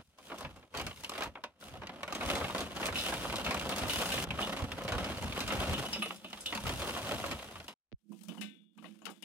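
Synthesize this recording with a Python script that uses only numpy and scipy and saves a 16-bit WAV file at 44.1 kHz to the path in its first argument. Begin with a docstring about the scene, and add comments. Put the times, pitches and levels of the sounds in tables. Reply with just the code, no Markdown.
"""First a brief dull scuff and near quiet, then lumps begin to knock: a stiff bag of charcoal briquettes is
lifted, shaken and poured into a steel kettle grill outdoors. Short crowded modes make the knocks, a hail of
tiny ones over noise the rattle, shaped noise the bag's thuds and the bowl's hum, ringing modes the clinking
grate. The sound drops out for a moment and returns with two pops, falling tones with ticks, treble left and
bass right."""
import sys
import numpy as np
from scipy import signal
from scipy.fft import rfft, irfft
from scipy.io import wavfile
from scipy.ndimage import uniform_filter1d

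SR = 44100
rng = np.random.default_rng(int(sys.argv[2]) if len(sys.argv) > 2 else 0)


def write(x):
    x = np.atleast_2d(x).T
    wavfile.write(sys.argv[1], SR, np.round(np.clip(x, -1, 1) * 32767).astype(np.int16))


N = 407880  # length in samples

# How hard the coals tumble, one curve before the drop-out and one after:
# start_s, level_db (of the rattle's body), treble_db (against the body)
TUMBLE = [
    [(0.0, -45.5, -30), (0.04, -85, 9), (0.16, -72.5, -8), (0.24, -60, -2.5), (0.43, -52, -15),
     (0.7, -72.5, -8.5), (0.77, -41, -20), (0.96, -63.5, 2), (1.23, -49.5, -10.5), (1.33, -61.5, -17),
     (1.58, -74, -14), (1.62, -57.5, -1), (1.85, -52.5, -22), (2.05, -53, -16.5), (2.28, -39.5, -10.5),
     (2.6, -40.5, -12), (2.71, -46.5, -15), (2.85, -42, -5), (2.93, -46, -15), (2.96, -40, -3),
     (3.48, -41, -13.5), (3.86, -38.5, -11.5), (3.9, -41.5, 0.5), (4.24, -38.5, -6), (4.255, -47, -22.5),
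     (4.42, -39.5, -11), (4.71, -48, -14), (5.08, -37.5, -16.5), (5.27, -47.5, -8), (5.65, -34, -14.5),
     (6.02, -55, -0.5), (6.12, -57, 1.5), (6.21, -64, -2.5), (6.5, -52.5, -3), (6.72, -47, -4),
     (7.15, -40, -9), (7.66, -60, -5)],
    [(7.98, -108, 11), (8.07, -102, 10), (8.13, -88.5, 16), (8.33, -71.5, 4), (8.46, -76, 2),
     (8.7, -102, 0), (8.84, -68, -3), (8.968, -76.5, -2.5), (9.249, -80.5, 1)],
]
# Clear single knocks: start_s, level_db, body_db, grit_db, t60_s (of the tail's fade)
KNOCKS = [(0.185, -48.5, 1.5, -6, 0.23), (0.2807, -52, -2, 3, 0.064), (0.299, -43, 6, -29, 0.17),
          (0.317, -37.5, 6.5, -27, 0.14), (0.342, -53, 20, 2, 0.047), (0.3834, -42.5, -1, 2.5, 0.47),
          (0.407, -41.5, 8, 0, 0.11), (0.4286, -46, 5, -6, 0.15), (0.448, -30.5, -2, -26, 0.13),
          (0.5621, -56, 10, 1, 0.59), (0.6271, -52, 6.5, -19, 0.082), (0.74, -43.5, 10.5, -6, 0.14),
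          (0.7485, -34, -0.5, -9, 0.59), (0.7717, -29, -11, -5, 0.26), (0.797, -29, -0.5, -9, 0.22),
          (0.813, -36, 1, -1, 0.052), (0.8657, -33.5, 2.5, -5, 0.14), (0.875, -44, -10, -10, 0.073),
          (0.91, -36.5, 0.5, -23, 0.054), (0.973, -43, -5, -9, 0.062), (1.0355, -39, 5.5, 1, 0.03),
          (1.045, -25, -17, -10, 0.056), (1.0943, -29, 0.5, -0.5, 0.024), (1.1177, -35, 2, -14, 0.076),
          (1.137, -35, -5, -12, .06), (1.151, -34, -1, -22, 0.21), (1.178, -32, 1.5, -6, 0.25),
          (1.207, -31.5, 4.5, -10, 0.082), (1.2209, -25.5, -2.5, -16, 0.2), (1.2343, -31, -1, -2.5, 0.15),
          (1.2572, -37, 3, -21, 0.16), (1.3544, -34, 1.5, -46, 0.026), (1.372, -56, 17, -36, 0.042),
          (1.4377, -26, -4, -17, 0.08), (1.601, -62, -14, 11, 0.075), (1.625, -49.5, 11, -21, 0.042),
          (1.738, -55.5, 15.5, -24, 0.21), (1.8179, -43, 7.5, -19, 0.2), (1.8332, -38.5, 4, -21, 0.084),
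          (1.87, -30, -12, -19, 0.042), (1.8932, -37.5, 6, -20, 0.044), (2.0311, -27.5, 1, -11.5, 0.057),
          (2.0779, -32.5, 2.5, -13, 0.082), (2.104, -44, 11, -11, 0.082), (2.124, -31, 3.5, -1.5, 0.089),
          (2.1494, -28.5, -3, -5, 0.13), (2.2078, -30.5, 1.5, -21, 0.8), (2.232, -34, 4, -19, 0.052),
          (2.26, -32.5, -1, 1, 0.029), (2.288, -28, -6, -36, 0.084), (2.2997, -19.5, -6, -15.5, 0.06),
          (2.3525, -29, 1, -3, 0.78), (2.4112, -29, 3.5, -42, 0.15), (2.4425, -25.5, -3, -34, 0.15),
          (2.4976, -37, 10, -25, 0.061), (2.5475, -33.5, 13.5, -7, 0.037), (2.58, -30, -11, -3, 0.17),
          (2.6048, -30, 0, -3.5, 0.45), (2.7668, -31, -4, -11, 0.11), (2.7983, -41.5, 13, -4, 0.21),
          (2.806, -42, -1, -13.5, 0.059), (2.828, -25, -3, -29.5, 0.3), (2.8557, -26.5, -1, -0.5, 0.16),
          (2.866, -36, 3, 10, 0.081), (2.877, -37, 7, -3.5, 0.046), (2.8847, -28.5, 3.5, -27.5, 0.098),
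          (2.9253, -34, 2, -9, .06), (3.01, -27, -24, -8, 0.082), (3.054, -34, -6, -6, .06),
          (3.09, -33, -8, -7, 0.083), (3.1225, -35, 11, -23, 0.17), (3.147, -31, -10, -26, 0.081),
          (3.25, -39, 14, -23.5, 0.068), (3.276, -45, 6, -12.5, 0.056), (3.298, -28, -2, -14, 0.075),
          (3.337, -37.5, 13.5, -31, 0.072), (3.357, -26.5, -8, -5.5, 0.05), (3.365, -29, -16, -4, 0.047),
          (3.446, -29, -9, -6, 0.32), (3.463, -24, -2.5, -12, 1), (3.5082, -26, 1.5, -8, 0.32),
          (3.5441, -25.5, 2.5, -5, 0.047), (3.5675, -27, -17, -33, 0.069), (3.595, -25, -25, -7, 0.035),
          (3.645, -38, -6, -12, .07), (3.6914, -31.5, 1, 1.5, 0.54), (3.721, -23, -14, -25, 0.097),
          (3.761, -32, -1, 0, 0.15), (3.7824, -31, -1, 3, 0.51), (3.851, -43, 10.5, -23, 0.16),
          (3.896, -31, -2, -14, 0.081), (4.0003, -28.5, 1, -18, 0.38), (4.0223, -29.5, 4, -26, 0.096),
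          (4.178, -22, -9, -26.5, 0.11), (4.3059, -25, -4, -18, 0.05), (4.3355, -48, 7, -29, .1),
          (4.3889, -28, 6.5, -33, 0.042), (4.4141, -30, 2, -8, 0.066), (4.471, -36.5, 10, -23, 0.055),
          (4.5238, -37, 4.5, -29, 0.34), (4.5704, -32, -4, -8, 0.082), (4.5903, -39.5, 7.5, -7, 0.48),
          (4.7175, -25, -5, -15, 0.045), (4.807, -41.5, 7, -23, 0.17), (4.836, -40, -12, 1, 0.075),
          (4.879, -29, 0, -14, 0.21), (4.886, -29.5, -12, -7.5, 0.067), (4.9205, -30, 4, -8.5, 0.65),
          (4.981, -32.5, 0.5, -10, 0.59), (5.043, -27, -10, -17, 0.095), (5.0743, -35, -9, -23, .1),
          (5.1187, -31, -7, -16, 0.043), (5.173, -35.5, -22, -8, 0.13), (5.2231, -36, 5.5, -3, 0.42),
          (5.2708, -38.5, 5, -18, 0.053), (5.323, -24.5, -15, -27, 0.032), (5.367, -29, -4, -36, 0.051),
          (5.387, -41.5, 6.5, -11, 0.069), (5.4038, -27, -6, -5, 0.87), (5.477, -29.5, -2, -3, 0.28),
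          (5.5037, -23, -6.5, -31, 0.81), (5.5987, -37, -1, -30, 0.082), (5.625, -33, -5, -28, 0.077),
          (5.7104, -32.5, -12, -9, 0.083), (5.732, -34, -3, 1, 0.093), (5.8368, -46, 16, -20, 0.11),
          (5.929, -31.5, -4, -1.5, 0.15), (6.0228, -25, -5, -21, 0.15), (5.958, -38, 6.5, -11, 0.16),
          (6.058, -34.5, 2, -5, 0.081), (6.106, -28, 0.5, -39, 0.03), (6.2447, -52.5, 17, 4, 0.055),
          (6.329, -30, -4.5, -17, 0.077), (6.373, -37, -7, -16.5, 0.089), (6.4606, -31, -38, 0, 0.12),
          (6.524, -26.5, -1, -21, 0.27), (6.5496, -28, -4, -4, 0.17), (6.5744, -30, 3, -12, 0.057),
          (6.654, -37.5, 8, -17.5, 0.08), (6.667, -25, -6, -9, 0.27), (6.6921, -29.5, 3, -7, 0.2),
          (6.818, -31, 1, -8, 0.54), (6.8533, -41, 10, -16.5, 0.062), (6.8917, -34, 5, -10, 0.095),
          (6.9633, -41.5, 13, -24, 0.077), (6.9898, -38.5, 5.5, -22, 0.2), (7.038, -40.5, 4, -9, 0.076),
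          (7.0892, -45, -0.5, -14, 0.065), (7.1106, -28.5, 0.5, -27.5, 0.42), (7.24, -32, 5, -17.5, 0.11),
          (7.2615, -35, 1, 0.5, 0.16), (7.3118, -30, 0, -9, 0.31), (7.396, -36.5, -1, -29, 0.068),
          (7.4854, -49, 7, -9, 0.16), (7.5554, -38, -1, -16, 0.18), (7.6003, -36.5, -0.5, -12, 0.061),
          (7.6804, -35.5, -3.5, -4, 0.78), (8.119, -77.5, 26, 17, 0.23), (8.234, -64.5, 8, 18, 0.17),
          (8.2834, -49.5, 2.5, 2, 0.48), (8.3178, -57, 8, -20, 0.13), (8.345, -62, 14, -20, 0.087),
          (8.3718, -61, 16.5, -35, 0.1), (8.41, -48, 1, 4, 0.33), (8.7765, -62.5, 11, 2, 0.098),
          (8.823, -63, 12, -14, 0.12), (8.842, -48, 5, -33, 0.13), (9.018, -73, 21.5, -15, 0.16),
          (9.054, -34.5, -13, -4.5, 0.089), (9.0646, -39.5, 2, -13, 0.18), (9.089, -52, 9, -16, 0.23),
          (9.224, -53.5, 2.5, 7, 0.25)]
# Blows on the steel: start_s, level_db, centre_hz (of the struck modes), reach_octaves,
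# t60_s (of the extra damping by the coals lying on it)
CLINKS = [(2.9562, -32.5, 3160, 0.7, 0.62), (2.985, -32, 4230, 0.57, 0.76), (3.05, -38.5, 3120, 0.34, 0.39),
          (3.896, -30.5, 3370, 0.67, 1.4), (3.9523, -36, 3060, 0.62, 0.75), (4.063, -42, 9690, 0.5, 0.55),
          (4.119, -30, 2440, 3.9, 1.1), (4.3055, -31.5, 2400, 0.16, 0.097), (4.425, -31, 3230, 0.16, 0.33),
          (5.74, -34.5, 3130, 0.28, 0.92), (5.852, -39, 3050, 0.066, 1.1), (5.931, -33, 5240, 0.11, 1.7),
          (5.935, -34.5, 3050, 0.46, 2.2), (6.022, -31.5, 2700, 0.52, 0.6), (6.06, -46, 3020, 0.33, 1.8),
          (6.025, -38, 10500, 0.17, 1.2), (6.16, -50, 8950, 1.1, .3), (6.2454, -43.5, 3120, 0.36, 0.67),
          (6.407, -43, 8400, 0.69, 0.93), (6.4598, -31.5, 3320, 0.25, 0.47),
          (8.128, -67.5, 2740, 0.4, 0.37), (8.2313, -68, 8000, 0.8, .2), (8.291, -47, 3120, 0.2, 0.26),
          (8.38, -55, 2960, 0.11, 0.29), (8.4134, -42.5, 3000, 4.2, 4.8), (8.7824, -59, 2960, 0.45, 0.22),
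          (8.853, -53, 2880, 0.6, 0.36), (9.019, -67, 2800, 0.21, 0.37), (9.018, -65, 7000, .1, 0.11),
          (9.06, -51.5, 4460, 1.4, 1.7), (9.1, -55, 12000, 1.1, 1), (9.229, -48.5, 3020, 0.34, .2)]
# Modes of the grate and ring: pitch_hz, level_db, t60_s
STEEL_MODES = [(1534, -6, .36), (1803, -8, .33), (2062, -6, .36), (2309, -9, .5), (2562, -5, .42),
               (2670, -3, .22), (2460, -10, .3), (2815, -9, .5), (2896, -19, 1.2), (2950, -1, .3),
               (3068, -7, .33), (3365, -17, 1.5), (3420, -17, 1.3), (3499, -14, 1.5), (3610, -16, 1.3),
               (3709, -8, .45), (3865, -9, .35), (4113, -10, .26), (4296, -14, .35), (4750, -14, .22),
               (5087, -10, .25), (5383, -9, .22), (6013, -13, .27), (6605, -14, .19), (6980, -13, .2),
               (7434, -15, .28), (7784, -16, .26), (8340, -14, .18), (9130, -10, .17), (9710, -8, .17),
               (10380, -10, .12), (11500, -15, .14), (14500, -10, .15)]
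# Low modes of the kettle bowl: pitch_hz, width_hz, level_db
BOWL_MODES = [(187, 12, -4), (208, 13, 0), (260, 22, -13), (282, 16, -14), (325, 18, -12), (420, 90, -30)]
# Spectrum of the rattling coal: pitch_hz, level_db (relative, per Hz)
COAL_COLOUR = [(100, -28.5), (155, 4), (210, 3.5), (460, 0.5), (561, 4.5), (851, -1.5), (1290, -3),
               (1920, -8.5), (3030, -3), (4770, -14.5), (7990, -20.5), (9750, -17), (10800, -23),
               (14200, -24), (16000, -31)]
# Spectrum of the bag's thuds: pitch_hz, level_db (relative, per Hz)
THUD_COLOUR = [(18, -42.5), (30, -30.5), (51, 4), (75, 5.5), (150, -0.5), (221, -7.5), (260, -6.5),
               (340, -48.5), (570, -120)]
# What every knock excites in the bag and heap: pitch_hz, level_db
HEAP_COLOUR = [(140, -9.5), (210, -4), (400, -6), (590, -1), (850, -4), (1200, -1.5), (1600, -6),
               (2000, -5.5), (2900, -2), (3600, -3.5), (16000, -8.5)]
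# Load dropping inside the bag: start_s (of the peak), level_db
JOLTS = [(0.0, -65), (0.47, -45.5), (0.83, -42.5), (1.26, -50), (1.76, -45.5), (2.25, -43.5), (2.4, -43.5),
         (2.58, -49), (2.92, -42.5), (3.04, -71), (3.33, -54), (3.47, -38), (3.84, -40), (3.97, -42.5),
         (4.18, -41.5), (4.3, -37), (4.63, -37), (4.87, -39.5), (4.95, -36), (5.25, -34), (5.47, -38),
         (5.6, -41), (5.72, -35.5), (6.56, -44), (6.67, -38), (6.8, -43.5), (7.03, -53.5), (7.14, -39.5),
         (7.33, -44.5), (7.57, -53.5)]
# Touches that set the bowl humming: start_s (of the peak), level_db
TOUCHES = [(5.526, -47), (5.716, -42), (5.878, -43.5), (6.0, -44), (6.09, -53), (6.17, -57), (6.25, -52),
           (6.56, -44.5), (8.05, -68), (8.11, -49.5), (8.296, -44.5), (8.39, -44), (8.52, -62), (8.79, -50),
           (8.86, -50), (9.03, -53), (9.08, -53.5), (9.24, -49)]
# Two pops after the drop-out: start_s, level_db
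POPS = [(7.918, -45.5), (7.9268, -39)]
# Low swing after the pops, opposite in the two sides: centre_s, pitch_hz, level_db
THUMP = (7.9445, 58, -36.5)
# Likeness of the left and right noise: pitch_hz, likeness (1 = identical)
LIKENESS = [(60, 0.85), (130, 0.86), (290, 0.82), (640, 0.9), (1200, 0.8), (1900, 0.13), (3100, 0.9),
            (4500, 0.084), (15000, 0.05)]
# Phase by which the left leads the right: pitch_hz, lead_rad
LEFT_LEAD = [(60, 0), (600, 0.16), (1200, -0.54), (2000, -0.72), (3000, -1.96), (15000, -1)]
# Stereo balance before the drop-out: pitch_hz, left_minus_right_db
POUR_BALANCE = [(60, -0.8), (180, 0), (550, -0.3), (1200, 0.5), (2300, -1.8), (4970, 1.2), (15000, 2.5)]
# Stereo balance after it: pitch_hz, left_minus_right_db
LATE_BALANCE = [(60, -2), (100, -9), (180, -20), (310, -21), (550, -15), (950, 5), (1650, 31), (2860, 56),
                (4970, 51), (8640, 54), (15000, 33)]
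# Drop-out: start_s, end_s; the layers fall silent at the start, the balance switches midway
DROPOUT_S = (7.74, 7.9)

EDGE_HZ = 16000  # top of the band, and of the lumps' modes
HUSH_DB, CEILING_DB = -101, -20  # noise floor; level at which peaks are rounded
CRISP_DB, CRISP_SHARE = -0.5, 0.49  # the rattle's middle band follows the treble part of the way
JOLT_RISE_S, JOLT_T60_S, DRAG_DB = 0.18, 0.46, -8  # DRAG: steady thudding under the rattle
TOUCH_RISE_S, BOWL_T60_S = 0.1, 0.64
CRACK_S, TAIL_DB = 0.003, -6  # time constant of a knock's opening crack; tail against the crack
IN_STEP = 0.28  # part of the modes' swing that starts in step and gives a knock its hard edge
LINGER_DB, LINGER_T60_S = -17, 0.57  # fade of a faint wash that the kettle keeps under each knock


def gain_of(db):
    """Decibels to linear gain."""
    return 10 ** (np.asarray(db) / 20)


def evened(x):
    """Brings a sound to rms 1."""
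    return x / np.sqrt(np.mean(x ** 2) + 1e-20)


def read(points, hz):
    """Reads a curve along a logarithmic pitch axis."""
    f, value = np.transpose(points)
    return np.interp(np.log(hz + 1), np.log(f + 1), value)


def columns(tables):
    """Columns of a time curve, sample by sample."""
    rows = np.vstack(tables)
    return [np.interp(np.arange(N) / SR, rows[:, 0], c) for c in rows[:, 1:].T]


def add(mix, s, sound):
    """Lays a sound into the mix at a time in seconds."""
    part = mix[:, round(s * SR):][:, :sound.shape[1]]
    part += sound[:, :part.shape[1]]


def during(t0, t1):
    """One between the two times, with soft edges."""
    t = np.arange(N) / SR
    return uniform_filter1d(1. * (t > t0) * (t < t1), size=64)


def swells(events, rise_s, t60):
    """Envelope of events that swell to their peak and die away, summed as power."""
    spikes = np.zeros((1, N))
    t = np.arange(-SR // 2, SR // 2 + 1) / SR
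    for s, db in events:
        add(spikes, s, gain_of([[2 * db]]))
    shape = gain_of(-120 * np.where(t < 0, -t / rise_s, t / t60))  # 60 dB of power over each of the two times
    return np.sqrt(abs(signal.oaconvolve(spikes[0], shape, "same")))


def pair(hz):
    """Left and right noise spectra, alike or unrelated according to pitch."""
    a, b, c, d = rng.standard_normal((4,) + np.shape(hz))
    same = np.clip(read(LIKENESS, hz), -1, 1)
    late = np.exp(-1j * read(LEFT_LEAD, hz))
    left = a + 1j * b
    right = same * late * left + np.sqrt(1 - same ** 2) * (c + 1j * d)
    return np.array([left, right])


def split(x, edges_hz):
    """Cuts a sound into neighbouring bands, each of rms 1."""
    hz, z = np.fft.rfftfreq(N, 1 / SR), rfft(x)
    below = [0] + [1 / (1 + (hz / edge) ** 8) for edge in edges_hz] + [1]
    return [evened(irfft(z * np.sqrt(np.clip(hi - lo, 0, 1)), N)) for lo, hi in zip(below, below[1:])]


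def sided(x, balance):
    """Shares each frequency between the two sides."""
    left = gain_of(read(balance, np.fft.rfftfreq(N, 1 / SR)))
    return irfft(rfft(x) * 2 / (1 + left) * np.array([left, left ** 0]), N)


def modes(hz, t60, size):
    """One exponentially dying wave for each mode."""
    return np.exp(np.outer(2j * np.pi * hz - np.log(1000) / t60, np.arange(size) / SR)).astype(np.complex64)


def strike(hz, waves, db, shift_hz=0, in_step=0, even=0):
    """Each mode reaches the two microphones with its own strength and phase."""
    start = pair(hz)
    start = start / abs(start) ** even  # even=1 leaves only the phase to chance
    start = start - 1j * in_step * np.exp(-1j * np.outer([0, 1], read(LEFT_LEAD, hz)))
    rung = (start * gain_of(db)).astype(np.complex64) @ waves
    return (rung * np.exp(2j * np.pi * shift_hz * np.arange(waves.shape[1]) / SR)).real


def lumps(colours, lumpy_db, count=420):
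    """One sound for each (body, grit, t60): a crowd of short modes, the high ones dying first."""
    hz, t = np.geomspace(200, EDGE_HZ, count), np.arange(4000) / SR
    hz = hz * (1 + 0.0054 * rng.standard_normal(count))
    window = np.hanning(8000)[4000:].astype(np.float32) ** .5
    waves = modes(hz, 0.5 * (hz / 1000) ** -.3, size=4000) * window
    waves = waves * (1 - np.exp(-np.outer(hz, t) / 3.06)).astype(np.float32)  # low modes start more slowly
    for body_db, grit_db, t60 in colours:
        # each lump has its own form, and its own modes
        shape_db = lumpy_db * evened(uniform_filter1d(rng.standard_normal(count), size=10)) / (1 + hz / 6000)
        shift_hz = rng.uniform(-80, 80)
        tilt_db = read([(220, body_db - 3), (1100, body_db), (2800, 0.0026),
                        (9000, grit_db), (15000, grit_db - 4.5)], hz)
        crack = np.exp(-t / CRACK_S)
        tail = gain_of(TAIL_DB - 60 * t / max(t60, .01))
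        linger = gain_of(LINGER_DB - 60 * t / LINGER_T60_S)
        gain_db = tilt_db + read(HEAP_COLOUR, hz + shift_hz)
        rung = strike(hz, waves, gain_db + shape_db, shift_hz, IN_STEP)
        loudness = np.sqrt(np.mean(gain_of(2 * gain_db))) * 1.3
        yield rung / np.std(rung[:, :500]) * loudness * (crack + tail + linger)


def hum(low_hz=150):
    """The low modes of the bowl, resonances in noise kept alive by every touch."""
    hz = np.fft.rfftfreq(N, 1 / SR)
    resonances = sum(gain_of(db) * (width / (width + 1.3j * (hz - f))) ** 2 for f, width, db in BOWL_MODES)
    low_cut = 1 + (low_hz / (hz + 1)) ** 7
    bowl = evened(irfft(pair(hz) * resonances / low_cut, N))
    return swells(TOUCHES, TOUCH_RISE_S, BOWL_T60_S) * bowl


def thuds(lumpy_db=3.5):
    """Dull, uneven jolts of the heavy bag: low noise that swells as the load drops."""
    hz = np.fft.rfftfreq(N, 1 / SR)
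    wander = uniform_filter1d(uniform_filter1d(rng.standard_normal(N), size=700), size=700)
    jolts_db = lumpy_db * evened(wander)
    jolts = evened(gain_of(jolts_db) * irfft(pair(hz) * gain_of(read(THUD_COLOUR, hz)), N))
    drag = gain_of(columns(TUMBLE)[0] + DRAG_DB)
    return np.hypot(swells(JOLTS, JOLT_RISE_S, JOLT_T60_S), drag) * jolts * during(0, DROPOUT_S[0])


def clinks(spread=0.02, crowd_db=-5.5, count=8):
    """A blow rings the steel near its centre; bars of like length crowd round each mode and die sooner."""
    hz, db, t60 = np.repeat(np.transpose(STEEL_MODES), count, axis=1)
    crowd = np.arange(len(hz)) % count > 0  # the first of each group is the mode itself
    hz = hz * (1 + spread * crowd * rng.standard_normal(len(hz)))
    db = db + crowd_db * crowd
    t60 = t60 * np.where(crowd, rng.uniform(0.2, 0.9, len(hz)), 1)
    window = np.hanning(44000)[22000:].astype(np.float32) ** .5
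    out, waves = np.zeros((2, N)), modes(hz, t60, size=22000) * window
    for s, level_db, centre_hz, octaves, damped_s in CLINKS:
        distance = np.log2(hz / centre_hz) / max(octaves, .05)
        gain_db = db - np.minimum(6 * distance ** 2, 28)
        fade = gain_of(level_db - 60 * np.arange(22000) / SR / max(damped_s, .03))
        rung = 1.48 * strike(hz, waves, gain_db, even=1.0) / np.linalg.norm(gain_of(gain_db))
        add(out, s, fade * rung)
    return out


def pops(turns=1.9, t60=0.081):
    """Each pop is a tick and a quickly falling tone; a low thump follows."""
    t, out = np.arange(1, 3000) / SR, np.zeros((2, N))
    fall = np.cos(2 * np.pi * turns * np.log(1 + t / 0.00176))  # logarithmic phase: the pitch drops
    fall = fall * gain_of(-60 * t / t60) * (1 - np.exp(-t / 0.0054))
    tick = np.sin(2 * np.pi * 2000 * t) * np.exp(-(t / 0.00012 - 2.5) ** 2)
    for s, db in POPS:
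        add(out, s, gain_of(db) * np.array([-.9 * tick - 1.15 * fall] * 2))
    s, hz, db = THUMP
    t = np.arange(N) / SR - s
    thump = gain_of(db) * np.cos(2 * np.pi * hz * t) * np.exp(-(t / 0.0051) ** 2)
    return out + np.outer([1, -1], thump)


def rattle(per_s=260, spread_db=3.5, dust_db=-11, fine_dust_db=-2, count=16):
    """A dense hail of small collisions over sliding dust, in the colour of the coal."""
    size = gain_of(spread_db * np.minimum(rng.exponential(1, N), 3.5)) * (rng.random(N) < per_s / SR)
    which = rng.integers(0, count, N)
    kinds = lumps([(0, 0, 0.035)] * count, lumpy_db=4.0)
    hail = sum(signal.oaconvolve((size * (which == k))[None], evened(lump), axes=1)[:, :N]
               for k, lump in enumerate(kinds))
    hz, z = np.fft.rfftfreq(N, 1 / SR), rfft(hail)
    # flatten the hail's broad spectrum, so that the coal's colour alone sets it
    log_level = uniform_filter1d(np.log(abs(z[:, ::20])).mean(0), size=100)
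    flat = z / np.exp(np.interp(hz, hz[::20], log_level))
    dust = gain_of(read([(1000, dust_db), (9000, fine_dust_db)], hz)) * pair(hz)
    coloured = irfft((flat + dust) * gain_of(read(COAL_COLOUR, hz)), N)
    body, crisp, grit = split(coloured, (1700, 5500))
    db, grit_db = columns(TUMBLE)
    crisp_db = CRISP_DB + CRISP_SHARE * grit_db
    return gain_of(db) * (body + gain_of(crisp_db) * crisp + gain_of(grit_db) * grit)


def knocks():
    """Briquettes striking each other and the bag wall, one burst of short modes for each blow."""
    out = np.zeros((2, N))
    for (s, db, *_), sound in zip(KNOCKS, lumps(np.array(KNOCKS)[:, 2:], lumpy_db=4.0)):
        add(out, s, gain_of(db) * sound)
    return out


def scene():
    """All layers, muted from the drop-out until the second tumble curve starts; the pops are not muted."""
    silent = during(DROPOUT_S[0], TUMBLE[1][0][0])
    layers = hum() + thuds() + clinks() + rattle() + knocks()
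    return layers * (1 - silent) + pops()


def record(dry):
    """The sides part after the drop-out; peaks are rounded, low self-noise added, the band limited."""
    late = np.arange(N) > np.mean(DROPOUT_S) * SR
    both = np.where(late, sided(dry * late, LATE_BALANCE), sided(dry * ~late, POUR_BALANCE))
    both = gain_of(CEILING_DB) * np.tanh(both / gain_of(CEILING_DB))
    hush = gain_of(HUSH_DB) * evened(signal.lfilter([1], [1, -.9], rng.standard_normal(dry.shape)))
    band_limit = signal.firwin(511, EDGE_HZ, window=("kaiser", 9), fs=SR)
    return signal.oaconvolve(both + hush, band_limit[None], "same")


dry = scene()
out = record(dry)
write(out)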